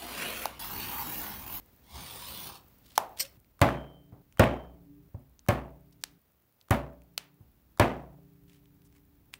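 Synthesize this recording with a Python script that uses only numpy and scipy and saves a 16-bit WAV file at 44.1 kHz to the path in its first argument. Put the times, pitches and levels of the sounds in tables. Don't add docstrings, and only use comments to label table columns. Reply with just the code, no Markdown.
import sys
import numpy as np
from scipy import signal
from scipy.fft import rfft, irfft, next_fast_len
from scipy.io import wavfile
from scipy.ndimage import uniform_filter1d

SR = 44100
rng = np.random.default_rng(int(sys.argv[2]) if len(sys.argv) > 2 else 0)


def transcribe(u):
    v = np.clip(np.atleast_2d(u).T, -1, 1)
    q = np.round(v * 32767).astype(np.int16)
    wavfile.write(sys.argv[1], SR, q)


N = 414099


def amp(db):
    return 10 ** (np.asarray(db) / 20)


def evened(x):
    return x / np.sqrt(np.mean(x ** 2) + 1e-20)


def smooth_noise(shape, *widths):
    noise = rng.standard_normal(shape)
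    for axis, width in widths:
        noise = uniform_filter1d(noise, width, axis)
    return evened(noise)


def read(points, hz):
    f, value = np.transpose(points)
    return np.interp(np.log(hz + 1), np.log(f + 1), value)


def add(mix, start_s, sound):
    part = mix[round(start_s * SR):][:len(sound)]
    part += sound[:len(part)]


def colour(x, points):
    size = next_fast_len(len(x) + 2048)
    return irfft(rfft(x, size) * amp(read(points, np.fft.rfftfreq(size, 1 / SR))), size)[:len(x)]


def modes(table, seconds, waver_db=0):
    t = np.arange(round(seconds * SR)) / SR
    knots = np.arange(0, seconds + .1, .035)
    total = np.zeros(len(t))
    for hz, db, t60 in table:
        waver = waver_db * np.interp(t, knots, rng.standard_normal(len(knots)))
        total += amp(db - 60 * t / t60 + waver) * np.sin(2 * np.pi * (hz * t + rng.random()))
    return total


def grit(count, spread_db, clump_db):
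    clumps = smooth_noise(count, (0, 250))
    sizes = np.minimum(rng.exponential(1, count), 5)
    return evened(rng.standard_normal(count) * amp(spread_db * sizes + clump_db * clumps))


def glide(from_hz, to_hz, u):
    return np.cumsum(from_hz + (to_hz - from_hz) * u) / SR


STRETCH_STARTS = [0, .593, 1.6, 3.372, 4.22, 5.09, 6.18, 7.4]


def by_stretch(values):
    return np.take(values, np.searchsorted(STRETCH_STARTS, np.arange(N) / SR, "right") - 1)


# pitch_hz, t60_s
ROOM_DECAY = [(60, 0.21), (160, 0.26), (420, 0.55), (1100, 0.39), (2910, 0.3), (7680, 0.22)]


def room_tail(longer=1):
    hz, t, z = signal.stft(rng.standard_normal(SR), SR, nperseg=256)
    t60 = longer * read(ROOM_DECAY, hz)[:, None]
    tail = signal.istft(z * amp(-60 * t / t60), SR, nperseg=256)[1]
    tail = tail * (np.arange(len(tail)) > .004 * SR)
    return tail / np.linalg.norm(tail)


# pitch_hz, level_db (per Hz)
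HISS_COLOUR = [(15, -36), (25, -8), (82, 3.5), (1310, -14), (9930, -26.5), (10800, -25), (15700, -7.5)]
HISS_LEVELS = [-63, -54, -59.5, -66, -66, -66, -66.5, -65.5]
RUMBLE_LEVELS = [-53.5, -50, -63, -66, -62, -64, -82.5, -63.5]


def background():
    rumble_colour = [(35, -5.5), (60, -4.0), (130, -16), (300, -18.0), (700, -58.5)]
    rumble = evened(colour(rng.standard_normal(N), rumble_colour))
    hiss = evened(colour(grit(N, 1.3, 0.84), HISS_COLOUR))
    return hiss * amp(by_stretch(HISS_LEVELS)) + rumble * amp(by_stretch(RUMBLE_LEVELS))


WHINE_PITCHES = [10400, 10050, 9900, 9600, 9600, 9700, 9900, 10260]
WHINE_DB, WHINE_LOWPASS_HZ = -90.5, 110


def whine():
    wander = smooth_noise(N, (0, 9000), (0, 9000))
    angle = 2 * np.pi * np.cumsum(by_stretch(WHINE_PITCHES) + 45 * wander) / SR
    lowpass = signal.butter(2, WHINE_LOWPASS_HZ, fs=SR, output="sos")
    fuzz = signal.sosfilt(lowpass, rng.standard_normal((2, N)))
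    return amp(WHINE_DB) * evened(fuzz[0] * np.cos(angle) + fuzz[1] * np.sin(angle))


TICK_STARTS = [1.661, 3.412, 5.194, 7.4146]
TICK_LEVELS = [-43.5, -58.5, -51.5, -52.5]
TICK_PERIOD_S = .10237


def ticks():
    crackle_db = -72.0 + 2.6 * np.minimum(rng.exponential(1, N), 3)
    out = amp(crackle_db) * (rng.random(N) < 25 / SR)
    for start, end, db in zip(TICK_STARTS, TICK_STARTS[1:] + [N / SR], TICK_LEVELS):
        out[(np.arange(start, end, TICK_PERIOD_S) * SR).astype(int)] += amp(db)
    return signal.oaconvolve(out, [1, -2, 1])[:N]


# start_s, length_s, level_db, pitch_hz
NOISE_BURSTS = [(2.833, 0.15, -62.5, 4060), (2.954, 0.029, -48, 4400), (3.165, 0.13, -50, 3460),
                (5.924, .016, -66, 5000), (6.011, .02, -64.5, 6000), (8.476, 0.15, -68, 2940),
                (8.846, 0.036, -68, 9000), (8.919, 0.09, -70, 2100), (9.328, 0.037, -54.5, 2500)]


def noise_burst(start_s, seconds, db, pitch_hz):
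    count = round(seconds * SR)
    peak = [(pitch_hz / 4, -13), (pitch_hz, 0), (1.5 * pitch_hz, -7), (30000, -13)]
    grains = evened(colour(grit(count, 3.1, 3.9), peak))
    return start_s, amp(db) * grains * np.sin(np.pi * np.linspace(0, 1, count) ** 0.6)


# start_s, length_s, level_db, from_hz, to_hz
HUMS = [(1.22, 0.21, -48.5, 205, 201), (3.197, 0.082, -50, 506, 569), (4.86, 0.21, -55.5, 283.8, 300),
        (9.343, 0.036, -65, 8400, 8070)]


def hum(start_s, seconds, db, from_hz, to_hz):
    u = np.linspace(0, 1, round(seconds * SR))
    waver_db = 2.5 * np.interp(u, np.linspace(0, 1, 8), rng.standard_normal(8))
    swell = amp(db + waver_db) * np.sin(np.pi * u ** 0.85)
    return start_s, swell * np.sin(2 * np.pi * glide(from_hz, to_hz, u))


# start_s, length_s, level_db, slips_from_hz, slips_to_hz, noise_share (0-1)
SQUEAKS = [(3.194, .022, -29.5, 480, 603, 0.578), (3.21, .026, -39.5, 511, 552.5, 0.12)]
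# pitch_hz, level_db
RULER = [(1300, -12), (2090, -7.5), (3060, -3.5), (4450, 0.5), (5500, 4.5), (6900, -6.5), (8540, 5),
         (13800, 4.5)]
RULER_T60_S = .0045


def squeak(start_s, seconds, db, from_hz, to_hz, noise_share):
    u = np.linspace(0, 1, round(seconds * SR))
    steps = np.diff(np.floor(glide(from_hz, to_hz, u)), prepend=0)
    slips = evened(steps * amp(2.55 * rng.standard_normal(len(u))))
    scrape = grit(len(u), 1.58, 1.5)
    swell = np.sin(np.pi * u ** 0.96) ** 0.77
    drive = ((1 - noise_share) * slips + noise_share * scrape) * swell
    ring = modes([(*row, RULER_T60_S) for row in RULER], 0.00965)
    return start_s, amp(db) * evened(signal.fftconvolve(drive, ring))


# start_s, level_db, pitch_hz, snap_db (broad snap), second_db (second ring)
CLICKS = [(0.456, -8, 833, -8, -11), (2.9783, 3, 845, -7.5, -30), (3.624, -7, 2710, -15.5, -12.5),
          (3.689, -7.5, 1250, -28, -6), (4.44, -10.5, 2055, -17, 4.5), (5.393, -40, 5020, -10, 11.5),
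          (6.038, -12, 4530, -4, -4), (6.613, -36.5, 4340, -11.5, -10.5), (7.1784, -8.5, 3160, -4.5, -2.5),
          (9.339, -19, 2650, -10, -7.5)]
# start_s, level_db, pitch_hz
TOUCHES = [(2.908, -42, 3160), (3.189, -22.5, 5470), (3.446, -47, 2520), (4.325, -41, 3060),
           (6.606, -51.5, 5980), (7.019, -45.5, 2570), (8.497, -41, 3370), (8.657, -47, 3220),
           (8.819, -47.5, 3320), (8.926, -49, 2160)]
# ahead_s, level_db (against the blow), pitch_hz
LEADS = [(.0222, -26, 1200), (0.011, -30, 700)]
FAINT_SNAP_DB = -8
KNOCK_DB, KNOCK_HZ, KNOCK_SNAP_DB = 3.5, 1106, -5
PLAIN_RING_DB = -16
OVERTONE = 1.2
POP_LEAD = 400


def click(db, pitch_hz, snap_db, second_db=PLAIN_RING_DB):
    t = np.arange(1500) / SR
    chatter = amp(snap_db - 1.0 - 60 * t / 0.009) * rng.standard_normal(len(t))
    first = np.sin(2 * np.pi * pitch_hz * t)
    second = amp(second_db) * np.sin(2 * np.pi * OVERTONE * pitch_hz * t)
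    onset = 1 - np.exp(-(t * pitch_hz / 0.9) ** 2)
    knock = amp(-60 * t / (.0003 + 7.5 / pitch_hz)) * (first + second) * onset
    knock[round(SR / pitch_hz)] += amp(snap_db + 8)
    soft = [(pitch_hz / 6, -10), (pitch_hz, 0), (16000, -8)]
    close = amp(db) * colour(knock + chatter, soft)
    skirt_db = min(0.4 * second_db - 3.5, -5)
    pop_colour = [(pitch_hz / 8, skirt_db - 10), (pitch_hz / 1.9, skirt_db), (pitch_hz, 0),
                  (1.8 * pitch_hz, skirt_db), (17000, skirt_db - 8)]
    pop = colour(signal.unit_impulse(len(t), POP_LEAD), pop_colour)
    return close, evened(pop) * np.std(close)


# start_s, level_db, length_s
PRONG_RINGS = [(3.612, -51, 0.6), (4.383, -50, 0.42)]
# pitch_hz, level_db, t60_s
PRONGS = [(3095, -3.5, 4.5), (3250, -8, 1.8)]


def prong_ring(start_s, db, seconds):
    damped = np.cos(np.linspace(0, np.pi / 2, round(seconds * SR))) ** 2
    return start_s, amp(db) * modes(PRONGS, seconds, waver_db=1.5) * damped


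# pitch_hz, level_db (per Hz)
BLOW_COLOUR = [(120, -27), (200, 5.5), (423, -6.5), (801, -4), (1410, -11), (2580, -14.5), (5060, -31),
               (15700, -55)]


def wood_clatter(longer, crack_db, dull_hz):
    t = np.arange(round(1.7 * SR)) / SR
    wood = evened(colour(rng.standard_normal(len(t)), BLOW_COLOUR))
    clatter = wood * amp(-1.5 - 60 * t / 0.029) * (1 - np.exp(-t / 0.0012))
    tail = room_tail(longer)
    woody = colour(tail, BLOW_COLOUR)
    rattle = amp(2.2 * smooth_noise(len(tail), (0, 130)))
    add(clatter, 0, amp(-15.5) * rattle * woody / np.std(woody[:1500]))
    add(clatter, 0, amp(crack_db - 9.5) * np.diff(tail, prepend=0))
    return colour(clatter, [(3 * dull_hz, 0), (12 * dull_hz, -20)])


# pitch_hz, level_db, t60_s
BENCH = [(62.4, -6.5, 0.77), (120.2, 1, 0.33), (142.2, -5, 0.6), (229, -6, 0.45), (261, -5.5, 0.55),
         (356.6, -8, 0.47), (580, -3, 0.44), (655, -6.5, 0.52), (793, -8.5, 0.25), (1105, -7.5, 0.3)]
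# pitch_hz, level_db, t60_s
DRONE = [(121.5, -44, 5.4), (143, -38.5, 5.2), (174, -33.5, 3.4), (288, -44, 12), (398, -48, 8)]
PLANKS_HZ, PLANKS_DB = (505, 2967), -13
PLANKS_T60_S = .26


def bench_lows(longer, boom_db, drone_db, dull_hz):
    t = np.arange(round(1.7 * SR)) / SR
    turns = 90 * t + 0.49 * (1 - np.exp(-t / 0.029)) + 0.95
    lows = amp(boom_db + 7.5 - 60 * t / 0.08) * np.sin(2 * np.pi * turns)
    place, size, damping = rng.random((3, 24))
    low_hz, high_hz = PLANKS_HZ
    planks = zip(low_hz * (high_hz / low_hz) ** place,
                 PLANKS_DB - 9 * place + 8 * size,
                 longer * PLANKS_T60_S * (1 - place / 2) * (.5 + damping / 2))
    woken = [(hz, level - 20 * np.log10(1 + (hz / dull_hz) ** 3), t60)
             for hz, level, t60 in BENCH + list(planks)]
    add(lows, 0, amp(drone_db) * modes(DRONE, 1.7, waver_db=2.5))
    add(lows, 0, amp(boom_db - 9.0) * modes(woken[:len(BENCH)], 1, waver_db=3.5))
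    add(lows, 0, amp(boom_db) * modes(woken[len(BENCH):], 0.64))
    return lows * (1 - np.exp(-t / 0.00078))


# start_s, level_db, boom_db
THUDS = [(3.372, -61, 5), (4.123, -44, -2), (5.145, -43, 7.5), (7.406, -55.5, 7)]
THUD_CRACK_DB, THUD_DRONE_DB, THUD_DULL_HZ = -30, -6.5, 260
# start_s, level_db, crack_db, longer (tail length against the room's), boom_db
BLOWS = [(3.615, -9, 2.5, 1.146, -6.5), (4.395, -7.5, -3, 1.104, -7), (5.486, -13, 5.5, 1.02, -7),
         (6.7075, -13, 7.5, 0.98, -7), (7.797, -8.5, -0.5, 1.09, -9)]
BLOW_DRONE_DB, BLOW_DULL_HZ = -9, 5000


def blow(db, crack_db, longer, boom_db, drone_db, dull_hz):
    clatter = wood_clatter(longer, crack_db, dull_hz)
    t = np.arange(len(clatter)) / SR
    bright = np.diff(rng.standard_normal(len(t) + 1))
    crack = bright * amp(crack_db - 9.0 - 60 * t / 0.00083)
    return amp(db) * (clatter + crack + bench_lows(longer, boom_db, drone_db, dull_hz))


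# start_s, level_db (blade pressure), treble_db (against the pressure)
STROKES = [
    [(0, -48, -4), (.12, -45.5, -1.5), (.22, -38.5, -5.5), (.33, -43, -0.5), (.455, -46, 2.5),
     (.475, -51.5, -2), (.59, -62.5, -5)],
    [(.593, -49, 8), (.85, -46.5, 6.5), (.96, -47.5, 12), (1.22, -46.5, 10.5), (1.45, -53, 5.5),
     (1.56, -49, 13), (1.6, -54, 8)],
    [(1.83, -75, -4), (1.96, -51.5, -1), (2.32, -48, 2.5), (2.47, -49, 4), (2.56, -57, 2), (2.64, -86, 3)],
]
# pitch_hz, level_db (per Hz)
STROKE_COLOURS = [
    [(24, -63), (40, -5), (71, -17), (175, -8), (1920, -5), (2530, -1), (7800, -16), (10000, -9),
     (15700, -9.5)],
    [(24, -17), (40, -9), (208, -1), (580, -12), (887, -1), (1700, -10.5), (2600, -8), (8620, -17.5),
     (15700, -5.5)],
    [(24, -31), (40, 8.5), (203, 0), (580, -8), (980, 1), (1430, -7.5), (3870, 1), (7800, -10.5),
     (9290, -2), (10500, -16.5), (15700, -11)],
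]
GLASS_RUMBLE = [-6.5, -2, -2]
# pitch_hz, width_hz, level_db
BLADE = [(910, 110, -3.5), (4460, 24, 6), (9920, 130, 0.5), (11940, 88, 2), (14650, 120, 11.5)]
STREAK_RISE_HZ_PER_S = 900


def stroke(rows, points, rumble_db):
    s, *columns = np.transpose(rows)
    count = round((s[-1] - s[0]) * SR)
    hz, t, z = signal.stft(grit(count, 3.2, 1.3), SR, nperseg=512, noverlap=384)
    level_db, treble_db = (np.interp(t + s[0], s, c) for c in columns)
    rings = sum(amp(db) ** 2 / (1 + (2 * (hz - f) / w) ** 2) for f, w, db in BLADE)
    shape = amp(read(points, hz)) * np.sqrt(1 + rings)
    patches = smooth_noise(z.shape, (0, 8), (1, 20))
    streaks = smooth_noise(z.shape, (0, 2), (1, 50))
    rise = np.round(STREAK_RISE_HZ_PER_S * t / hz[1]).astype(int)
    climbed = np.arange(len(hz))[:, None] - rise
    streaks = np.take_along_axis(streaks, climbed % len(hz), axis=0)
    low = 1 / (1 + (hz / 1200) ** 8)
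    high = 1 / (1 + (10500 / (hz + 1)) ** 12)
    field = 0
    for band, extra_db in ((1 - low - high, 0), (high, treble_db), (low, rumble_db)):
        part = shape * band
        field = field + np.outer(part / np.sqrt(np.mean(part ** 2)), amp(level_db + extra_db))
    field = field * amp(1.8 * patches + 3.4 * streaks)
    return s[0], signal.istft(z * field, SR, nperseg=512, noverlap=384)[1][:count]


def scene():
    edges = [round(s * SR) for s in STRETCH_STARTS] + [N]
    near, knocked, pops, strokes, blows, echo = np.zeros((6, N))
    for row in NOISE_BURSTS:
        add(near, *noise_burst(*row))
    for row in HUMS:
        add(blows, *hum(*row))
    for row in SQUEAKS:
        add(near, *squeak(*row))
    leads = [(s - ahead, db + lead_db, hz, FAINT_SNAP_DB)
             for s, db, *_ in BLOWS for ahead, lead_db, hz in LEADS]
    knocks = [(s + 0.0013, db + KNOCK_DB, KNOCK_HZ, KNOCK_SNAP_DB) for s, db, *_ in BLOWS]
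    touches = [(*row, FAINT_SNAP_DB) for row in TOUCHES]
    for start_s, *settings in CLICKS + leads + knocks + touches:
        close, pop = click(*settings)
        add(knocked, start_s, close)
        add(pops, start_s - POP_LEAD / SR, pop)
    for row in PRONG_RINGS:
        add(blows, *prong_ring(*row))
    soft = [(s, db, THUD_CRACK_DB, 1, boom_db, THUD_DRONE_DB, THUD_DULL_HZ) for s, db, boom_db in THUDS]
    hard = [(*row, BLOW_DRONE_DB, BLOW_DULL_HZ) for row in BLOWS]
    for start_s, *settings in soft + hard:
        end = min(e for e in edges if e > start_s * SR)
        add(blows[:end], start_s, blow(*settings))
    for row in zip(STROKES, STROKE_COLOURS, GLASS_RUMBLE):
        add(strokes, *stroke(*row))
    send = amp(-10.0) * near + amp(-12.0) * pops + amp(-4.0) * strokes
    send = colour(send, [(100, 5.0), (1500, -3), (3500, -8.5), (9000, -10.0), (15000, -7.5)])
    for a, b in zip(edges, edges[1:]):
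        echo[a:b] = signal.fftconvolve(send[a:b], room_tail())[:b - a]
    bed = background() + whine() + ticks()
    return (bed + echo + near + knocked + blows + strokes)[None]


EDGE_HZ = 15780


def record(dry):
    thin = signal.sosfilt(signal.butter(3, 46, "high", fs=SR, output="sos"), dry)
    rounded = .55 * np.tanh(thin / .55)
    band_limit = signal.firwin(767, EDGE_HZ, window=("kaiser", 9), fs=SR)
    return signal.oaconvolve(rounded, band_limit[None], "same")


dry = scene()
out = record(dry)
transcribe(out)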